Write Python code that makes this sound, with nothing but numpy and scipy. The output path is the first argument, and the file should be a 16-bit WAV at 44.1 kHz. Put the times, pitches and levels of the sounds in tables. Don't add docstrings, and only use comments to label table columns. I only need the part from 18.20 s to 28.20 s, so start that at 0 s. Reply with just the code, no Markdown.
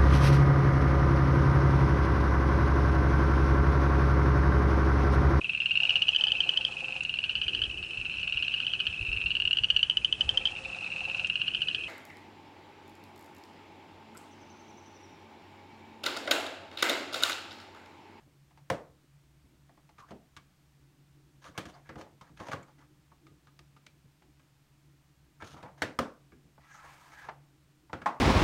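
import sys
import numpy as np
from scipy import signal
from scipy.fft import rfft, irfft
from scipy.io import wavfile
from scipy.ndimage import uniform_filter1d

SR = 44100
rng = np.random.default_rng(int(sys.argv[2]) if len(sys.argv) > 2 else 0)


def dump_mix(stems):
    frames = np.atleast_2d(stems).T
    limited = np.clip(frames, -1, 1)
    pcm = np.round(limited * 32767).astype(np.int16)
    wavfile.write(sys.argv[1], SR, pcm)


N = 441000
TIME_S = np.arange(N) / SR
AGE_S = np.arange(SR // 5) / SR

# f/Hz, gain/dB
AIR_EQ = [(20, -2.5), (42, -10.5), (66, 9), (90, -9), (140, 6), (220, -7.5), (320, -14), (480, -15),
          (900, -14), (2500, -17.5), (6000, -22.5), (10000, -24.5), (16000, -30)]
# f/Hz, relative level/dB
HUM_PARTIALS = [(64.6, -80), (140.0, -61.5), (301.5, -76)]
# t/s, length/s, body level/dB, hiss level/dB, focus f/Hz
SCUFFS = [(0.0, 0.047, -66, -79, 810), (1.777, 0.048, -60, -66, 1400), (1.88, 0.046, -59, -70, 1250),
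          (3.212, 0.053, -62, -69, 1300), (3.241, 0.067, -51.5, -60.5, 1290),
          (3.343, 0.091, -55, -72, 1200), (3.452, 0.066, -54, -60, 1000), (3.525, 0.087, -57.5, -74, 1040),
          (3.644, 0.062, -65, -78, 1390), (3.769, 0.074, -52.5, -64.5, 900), (3.86, 0.036, -58, -81, 800),
          (4.02, 0.098, -63.5, -77, 1150), (4.161, 0.038, -66, -69, 1500), (4.187, 0.09, -50.5, -63, 1000),
          (4.262, 0.054, -48, -57.5, 1100), (4.311, 0.037, -39, -50, 1300), (4.474, 0.042, -60.5, -76, 910),
          (4.581, .085, -65.5, -75, 1300), (7.199, 0.05, -51.5, -68, 1400), (7.239, 0.12, -57, -58.5, 1400),
          (7.335, 0.098, -54, -70.5, 1050), (7.427, 0.085, -50.5, -79, 940), (7.573, 0.069, -60, -70, 1400),
          (8.631, 0.044, -54, -69, 1250), (8.912, 0.058, -58.5, -66.5, 1450),
          (9.039, 0.067, -53.5, -68, 1050)]
# f/Hz, gain/dB
SCUFF_BODY_EQ = [(100, -45), (330, 1), (550, 7.5), (850, 6), (1100, -0.5), (1600, 3), (2200, 0.5),
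                 (3000, -17.5), (6000, -35), (16000, -63)]
SCUFF_HISS_EQ = [(1000, -47), (3000, 6), (4500, 1), (5500, 0.5), (6600, 4), (7800, -14), (9200, -4),
                 (12000, -16), (16000, -25)]
# t/s, level before low-pass/dB
BUMPS = [(0.061, -57.5), (0.689, -58), (1.239, -60), (1.331, -62), (1.925, -54), (1.943, -60),
         (3.28, -53.5), (3.92, -59), (4.1, -54.5), (5.103, -57.5), (5.839, -61.5), (7.326, -50.5),
         (7.355, -51), (8.12, -53.5), (8.24, -57.5)]
# f/Hz, relative level/dB, t60/s
DESK_MODES = [(70.1, -6, 0.073), (88, 4.5, 0.044), (118, -7, 0.079), (154.5, 1.5, 0.085),
              (217, -1.5, 0.081), (303, 0.5, 0.082), (419, -7, 0.071), (515, -11, 0.1)]
# f/Hz, gain/dB
BOOM_EQ = [(50, -11), (100, 9.5), (200, -5.5), (330, -7.5), (480, 0.5), (700, -1.5), (1000, -17.5),
           (2000, -37.5), (8000, -63)]
# t/s, shell level/dB, focus f/Hz, crack level/dB
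TICKS = [(0.308, -68, 930, -77), (0.374, -62, 865, -70), (1.493, -62, 840, -86), (1.574, -65, 830, -82),
         (1.691, -63, 920, -69.5), (1.782, -56, 1210, -70), (2.165, -52.5, 1400, -56),
         (2.171, -58, 1660, -60), (3.242, -60, 1080, -61), (4.011, -53.5, 1060, -61.5),
         (4.173, -61, 1560, -63.5), (4.429, -63, 1650, -72), (4.623, -64, 1270, -86),
         (4.917, -61.5, 1090, -80), (5.067, -63, 1330, -69), (5.27, -62.5, 1320, -71),
         (5.391, -63, 1280, -59.5), (5.564, -62.5, 1330, -70.5), (5.665, -61, 2080, -58),
         (6.021, -67, 820, -72), (6.195, -70, 1350, -74.5), (8.12, -62.5, 1620, -77),
         (8.378, -59.5, 732, -84), (9.696, -55.5, 990, -80), (9.817, -48, 1520, -61)]
# f/Hz, relative level/dB, t60/s
SHELL_MODES = [(520, -5, 0.12), (618, -13, 0.16), (707.5, 4.5, 0.14), (858, 5, 0.096), (971, -17, 0.049),
               (1080, 1, 0.12), (1207, 3.5, 0.1), (1306, -12, 0.26), (1646, 2.5, 0.094), (1980, -4.5, 0.02),
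               (2197, 13, 0.051), (2340, 2, 0.18)]
# f/Hz, gain/dB
RATTLE_EQ = [(80, -41), (180, 4.5), (400, -4), (800, 5), (1300, 4), (2000, -2), (3000, -15), (6000, -22),
             (16000, -100)]
CRACK_EQ = [(800, -21.5), (2000, 3.5), (3200, 2.5), (5500, -2.5), (9000, -8), (12000, -14.5), (16000, -16)]
# t/s, shell level/dB, focus f/Hz, desk level/dB, crack level/dB,
# rattle and crack t60/s, ring over rattle/dB
KNOCKS = [(0.5004, -28, 538, -34.5, -41, 0.025, -0.5), (1.907, -58, 850, -46, -62, 0.041, 0),
          (1.917, -52, 498, -50.5, -84, 0.027, -20), (3.377, -39, 1340, -40, -41.5, 0.062, -6),
          (3.454, -53.5, 1540, -49, -56.5, 0.041, 0), (3.691, -49, 1460, -48, -61, 0.068, -8),
          (3.756, -52.5, 850, -44.5, -66, 0.04, -1), (3.778, -60, 851, -50, -77, .06, 0),
          (3.812, -54, 950, -56, -57.5, 0.03, 10), (4.2, -50, 850, -44.5, -57.5, .047, 3),
          (4.284, -44.5, 738, -45.5, -59, .033, -17), (4.331, -36.5, 1100, -39.5, -51, 0.039, -10),
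          (7.221, -47, 1630, -47, -58.5, 0.061, -11), (7.427, -56, 1190, -48.5, -61, .08, 0),
          (7.6194, -30, 1660, -36.5, -39, .05, -13), (7.7886, -28.5, 1180, -31.5, -40, .023, -3.5),
          (9.73, -38.5, 1300, -41, -56, 0.046, -23), (9.859, -24.5, 966, -55, -47.5, 0.092, 4)]
# t/s, length/s, f/Hz, resonator width/Hz, level/dB
SQUEAKS = [(1.759, .13, 1120, 200, -56.5), (3.53, .035, 4600, 400, -65), (4.425, 0.012, 7300, 1200, -64),
           (8.47, 0.16, 6370, 1300, -65.5)]
# f/Hz, gain/dB
PULL_BODY_EQ = [(200, -28), (500, -5), (800, 3.5), (1200, 1), (1700, 3), (2400, -4), (3300, -3.5),
                (6000, -5), (16000, -47)]
PULL_HISS_EQ = [(1000, -21), (3000, -8), (4500, -6), (6600, 10.5), (9000, 4.5), (12000, -0.5), (16000, -9)]
# f/Hz, level re input/dB, t60/s
ROOM_BANDS = [(80, -13.5, 0.25), (250, 0.5, 0.34), (604, -3.5, 0.33), (1180, -9.5, .35), (2980, -4.5, 0.22),
              (7140, -8.5, 0.29), (15000, -5.5, 0.093)]


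def undb(db):
    return 10 ** (np.asarray(db) / 20)


def decay(t_s, t60_s):
    return np.exp(-np.log(1000) * t_s / t60_s)


def unit_rms(x):
    return x / np.sqrt(np.mean(x ** 2))


def unit_hit(x):
    return x / np.sqrt(np.sum(x ** 2) / (SR / 50))


def add(out, t_s, x):
    i = int(t_s * SR)
    out[i:i + len(x)] += x[:max(N - i, 0)]


def colour(x, eq, size=4096):
    hz, db = np.transpose(eq)
    grid_hz = np.maximum(np.fft.rfftfreq(size, 1 / SR), 1)
    gain = undb(np.interp(np.log(grid_hz), np.log(hz), db))
    cepstrum = irfft(np.log(gain))
    cepstrum[1:size // 2] *= 2
    cepstrum[size // 2 + 1:] = 0
    impulse = irfft(np.exp(rfft(cepstrum)))
    return signal.fftconvolve(x, impulse)[:len(x)]


def resonance(x, hz, q):
    return signal.lfilter(*signal.iirpeak(hz, q, fs=SR), x)


def narrow_noise(n, hz, q):
    return resonance(resonance(rng.standard_normal(n), hz, q), hz, q)


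def wander(rate_hz, n=N):
    hold = int(SR / rate_hz)
    steps = np.repeat(rng.standard_normal(n // hold + 1), hold)
    return np.sqrt(3 / 2) * uniform_filter1d(steps, hold)[:n]


def gate(t_s, attack_s, release_s):
    return np.clip(t_s / attack_s, 0, 1) * np.clip((t_s[-1] - t_s) / release_s, 0, 1)


def background(air_db=-67.5, hum_gain_db=-5, rumble_db=-70, waver_db=3.5, waver_rad=0.7, uneven_db=4):
    air = unit_rms(colour(rng.standard_normal(N), AIR_EQ))
    hum = rumble = 0
    for hz, db in HUM_PARTIALS:
        waver = undb(waver_db * wander(13))
        phase_rad = 2 * np.pi * hz * TIME_S + waver_rad * wander(12)
        hum += undb(db) * unit_rms(waver * np.sin(phase_rad))
    for hz, _ in HUM_PARTIALS:
        rumble += undb(uneven_db * wander(16)) * unit_rms(narrow_noise(N, hz, q=2.95))
    return undb(air_db) * air + undb(hum_gain_db) * hum + undb(rumble_db) * unit_rms(rumble)


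def mode_weight(hz, focus_hz, width_oct):
    return 1 / (1 + (np.log2(hz / focus_hz) / width_oct) ** 2)


def friction(n, focus_hz, body_eq, hiss_eq, slips_per_s, judder_db, panel_db, spread_db=3, grip_db=6):
    sizes = undb(spread_db * np.minimum(rng.exponential(size=SR), 4))
    sizes *= rng.choice([-1, 1], SR)
    slipping = rng.random(SR) < slips_per_s / SR
    judder = undb(judder_db * wander(71.7, SR))
    slips = (slipping * sizes * judder)[:n]
    rub = colour(slips, body_eq)
    panels = 0
    for hz, _, _ in SHELL_MODES:
        grip = undb(grip_db * wander(12.24, SR)[:n])
        panels += grip * resonance(rub, hz, q=18) * mode_weight(hz, focus_hz, width_oct=0.51)
    body = unit_rms(rub) + undb(panel_db) * unit_rms(panels)
    return unit_rms(body), unit_rms(colour(slips, hiss_eq))


def scuffs(focus_db=-1, sag_db_per_s=38):
    out = np.zeros(N)
    for start_s, length_s, body_db, hiss_db, hz in SCUFFS:
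        t_s = TIME_S[:int(length_s * SR)]
        body, hiss = friction(len(t_s), hz, SCUFF_BODY_EQ, SCUFF_HISS_EQ,
                              slips_per_s=3000, judder_db=2.5, panel_db=4.5)
        body = unit_rms(body + undb(focus_db) * resonance(body, hz, q=1.8))
        effort = gate(t_s, attack_s=0.01, release_s=0.022) * undb(-sag_db_per_s * t_s)
        add(out, start_s, effort * (undb(body_db) * body + undb(hiss_db) * hiss))
    return out


def chatter(t60_s, rise_s):
    rise = np.minimum(0.28 + AGE_S / rise_s, 1)
    fall = decay(np.maximum(AGE_S - rise_s, 0), t60_s)
    return rng.standard_normal(len(AGE_S)) * rise * fall


def ring(modes, weights, scatter_db, detune):
    out = 0
    for (hz, db, t60_s), weight in zip(modes, weights):
        size, shift, sign = rng.standard_normal(3)
        gain = weight * np.sign(sign) * undb(db + scatter_db * size)
        out += gain * decay(AGE_S, t60_s) * np.sin(2 * np.pi * hz * (1 + detune * shift) * AGE_S)
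    return out


def desk(db, swell_s=0.009, boom_db=-1, hollow_hz=490, hard_blow_db=-34.5):
    modes = ring(DESK_MODES, np.ones(len(DESK_MODES)), scatter_db=0.8, detune=0.043)
    modes *= 1 - np.exp(-AGE_S / swell_s)
    boom = unit_hit(colour(chatter(t60_s=0.031, rise_s=0.017), BOOM_EQ))
    boom += undb(1.3 * (db - hard_blow_db)) * resonance(boom, hollow_hz, q=2.5)
    return undb(db) * unit_hit(unit_hit(modes) + undb(boom_db) * boom)


def bumps(cutoff_hz=320):
    out = np.zeros(N)
    lowpass = signal.butter(2, cutoff_hz, fs=SR)
    for t_s, db in BUMPS:
        add(out, t_s, signal.lfilter(*lowpass, desk(db)))
    return out


def shell(db, focus_hz, rattle_t60_s, rise_s, ring_db, focus_db=4):
    weights = mode_weight(np.array(SHELL_MODES)[:, 0], focus_hz, width_oct=0.23)
    modes = ring(SHELL_MODES, weights, scatter_db=5.5, detune=0.022)
    modes *= 1 - np.exp(-3 * AGE_S / rise_s)
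    rattle = colour(chatter(rattle_t60_s, rise_s), RATTLE_EQ)
    rattle += undb(focus_db) * resonance(rattle, focus_hz, q=3.4)
    return undb(db) * unit_hit(undb(ring_db) * unit_hit(modes) + unit_hit(rattle))


def crack(db, t60_s, rise_s, ref_hz=8000, ref_db=-52, db_per_oct=22, max_hz=15800):
    cutoff_hz = min(ref_hz * 2 ** ((db - ref_db) / db_per_oct), max_hz)
    click = colour(chatter(t60_s, rise_s), CRACK_EQ)
    click = signal.lfilter(*signal.butter(1, cutoff_hz, fs=SR), click)
    return undb(db) * unit_hit(click)


def ticks(doubling_db=6, desk_re_shell_db=-4.5):
    out = np.zeros(N)
    for t_s, shell_db, hz, crack_db in TICKS:
        softness = 2 ** np.clip((shell_db - crack_db) / doubling_db, -1, 1)
        t60_s, rise_s = 0.034 * softness, 0.0006 * softness
        add(out, t_s, shell(shell_db, hz, t60_s, rise_s, ring_db=0))
        add(out, t_s, desk(shell_db + desk_re_shell_db))
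        add(out, t_s, crack(crack_db, t60_s, rise_s))
    return out


def knocks():
    out = np.zeros(N)
    for t_s, shell_db, hz, desk_db, crack_db, t60_s, ring_db in KNOCKS:
        add(out, t_s, shell(shell_db, hz, t60_s, rise_s=0.0017, ring_db=ring_db))
        add(out, t_s, desk(desk_db))
        add(out, t_s, crack(crack_db, t60_s, rise_s=0.0014))
    return out


def squeaks():
    out = np.zeros(N)
    for start_s, length_s, hz, width_hz, db in SQUEAKS:
        n = int(length_s * SR)
        tone = narrow_noise(SR, hz, q=hz / width_hz)[:n]
        add(out, start_s, undb(db) * unit_rms(tone) * np.hanning(n))
    return out


def pull(start_s=8.40, end_s=9.09, speedup_s=0.23, first_hz=1570, last_hz=1150):
    body_db, hollow_gain_db, hiss_db = -57, 2.2, -69
    attack_s, slacken_s = 0.011, 0.073
    t_s = TIME_S[:int((end_s - start_s) * SR)]
    speed = np.interp(t_s, [0, speedup_s], [0.38, 1])
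    travel = np.cumsum(speed) / np.sum(speed)
    hollow_hz = 1 / ((1 - travel) / first_hz + travel / last_hz)
    body, hiss = friction(len(t_s), hollow_hz, PULL_BODY_EQ, PULL_HISS_EQ,
                          slips_per_s=6000, judder_db=1.8, panel_db=6.5)
    body *= undb(body_db + hollow_gain_db * travel) * speed * gate(t_s, attack_s, slacken_s / 2)
    hiss *= undb(hiss_db) * speed ** 1.8 * gate(t_s, attack_s, slacken_s)
    out = np.zeros(N)
    add(out, start_s, body + hiss)
    return out


def pop(t_s=9.086):
    out = np.zeros(N)
    add(out, t_s, shell(db=-39, focus_hz=920, rattle_t60_s=0.049, rise_s=0.007, ring_db=-1.5))
    return out


def room(x, bands=22, build_s=0.0008):
    hz, db, t60_s = np.transpose(ROOM_BANDS)
    edges_hz = np.geomspace(55, 17000, bands + 1)
    diffuse, out = rng.standard_normal(N), x.copy()
    for low_hz, high_hz in zip(edges_hz[:-1], edges_hz[1:]):
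        log_centre = np.log(low_hz * high_hz) / 2
        gain = undb(np.interp(log_centre, np.log(hz), db))
        leak_s = np.interp(log_centre, np.log(hz), t60_s) / np.log(1e6)
        bandpass = signal.butter(2, [low_hz, high_hz], "band", fs=SR, output="sos")
        energy = signal.sosfilt(bandpass, x + 1e-18 * diffuse) ** 2
        for tau_s in (build_s, leak_s):
            pole = np.exp(-1 / (tau_s * SR))
            energy = signal.lfilter([1 - pole], [1, -pole], energy)
        shifted = np.roll(diffuse, rng.integers(N))
        echoes = unit_rms(signal.sosfilt(bandpass, shifted))
        out += gain * np.sqrt(energy) * echoes
    return out


def scene(near_send=0.56, low_cut_hz=52):
    near = ticks() + pop()
    far = knocks() + bumps() + scuffs() + pull() + squeaks()
    handling = room(far + near_send * near) + (1 - near_send) * near
    highpass = signal.butter(3, low_cut_hz, "high", fs=SR, output="sos")
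    return (signal.sosfilt(highpass, handling) + background())[None]


def record(dry, notch_hz=10450, notch_q=7, notch_depth=0.43, top_hz=15800):
    notched = signal.lfilter(*signal.iirnotch(notch_hz, notch_q, fs=SR), dry)
    dipped = dry + notch_depth * (notched - dry)
    lowpass = signal.ellip(10, 0.2, 80, top_hz, fs=SR, output="sos")
    return signal.sosfilt(lowpass, dipped)


dry = scene()
out = record(dry)
dump_mix(out)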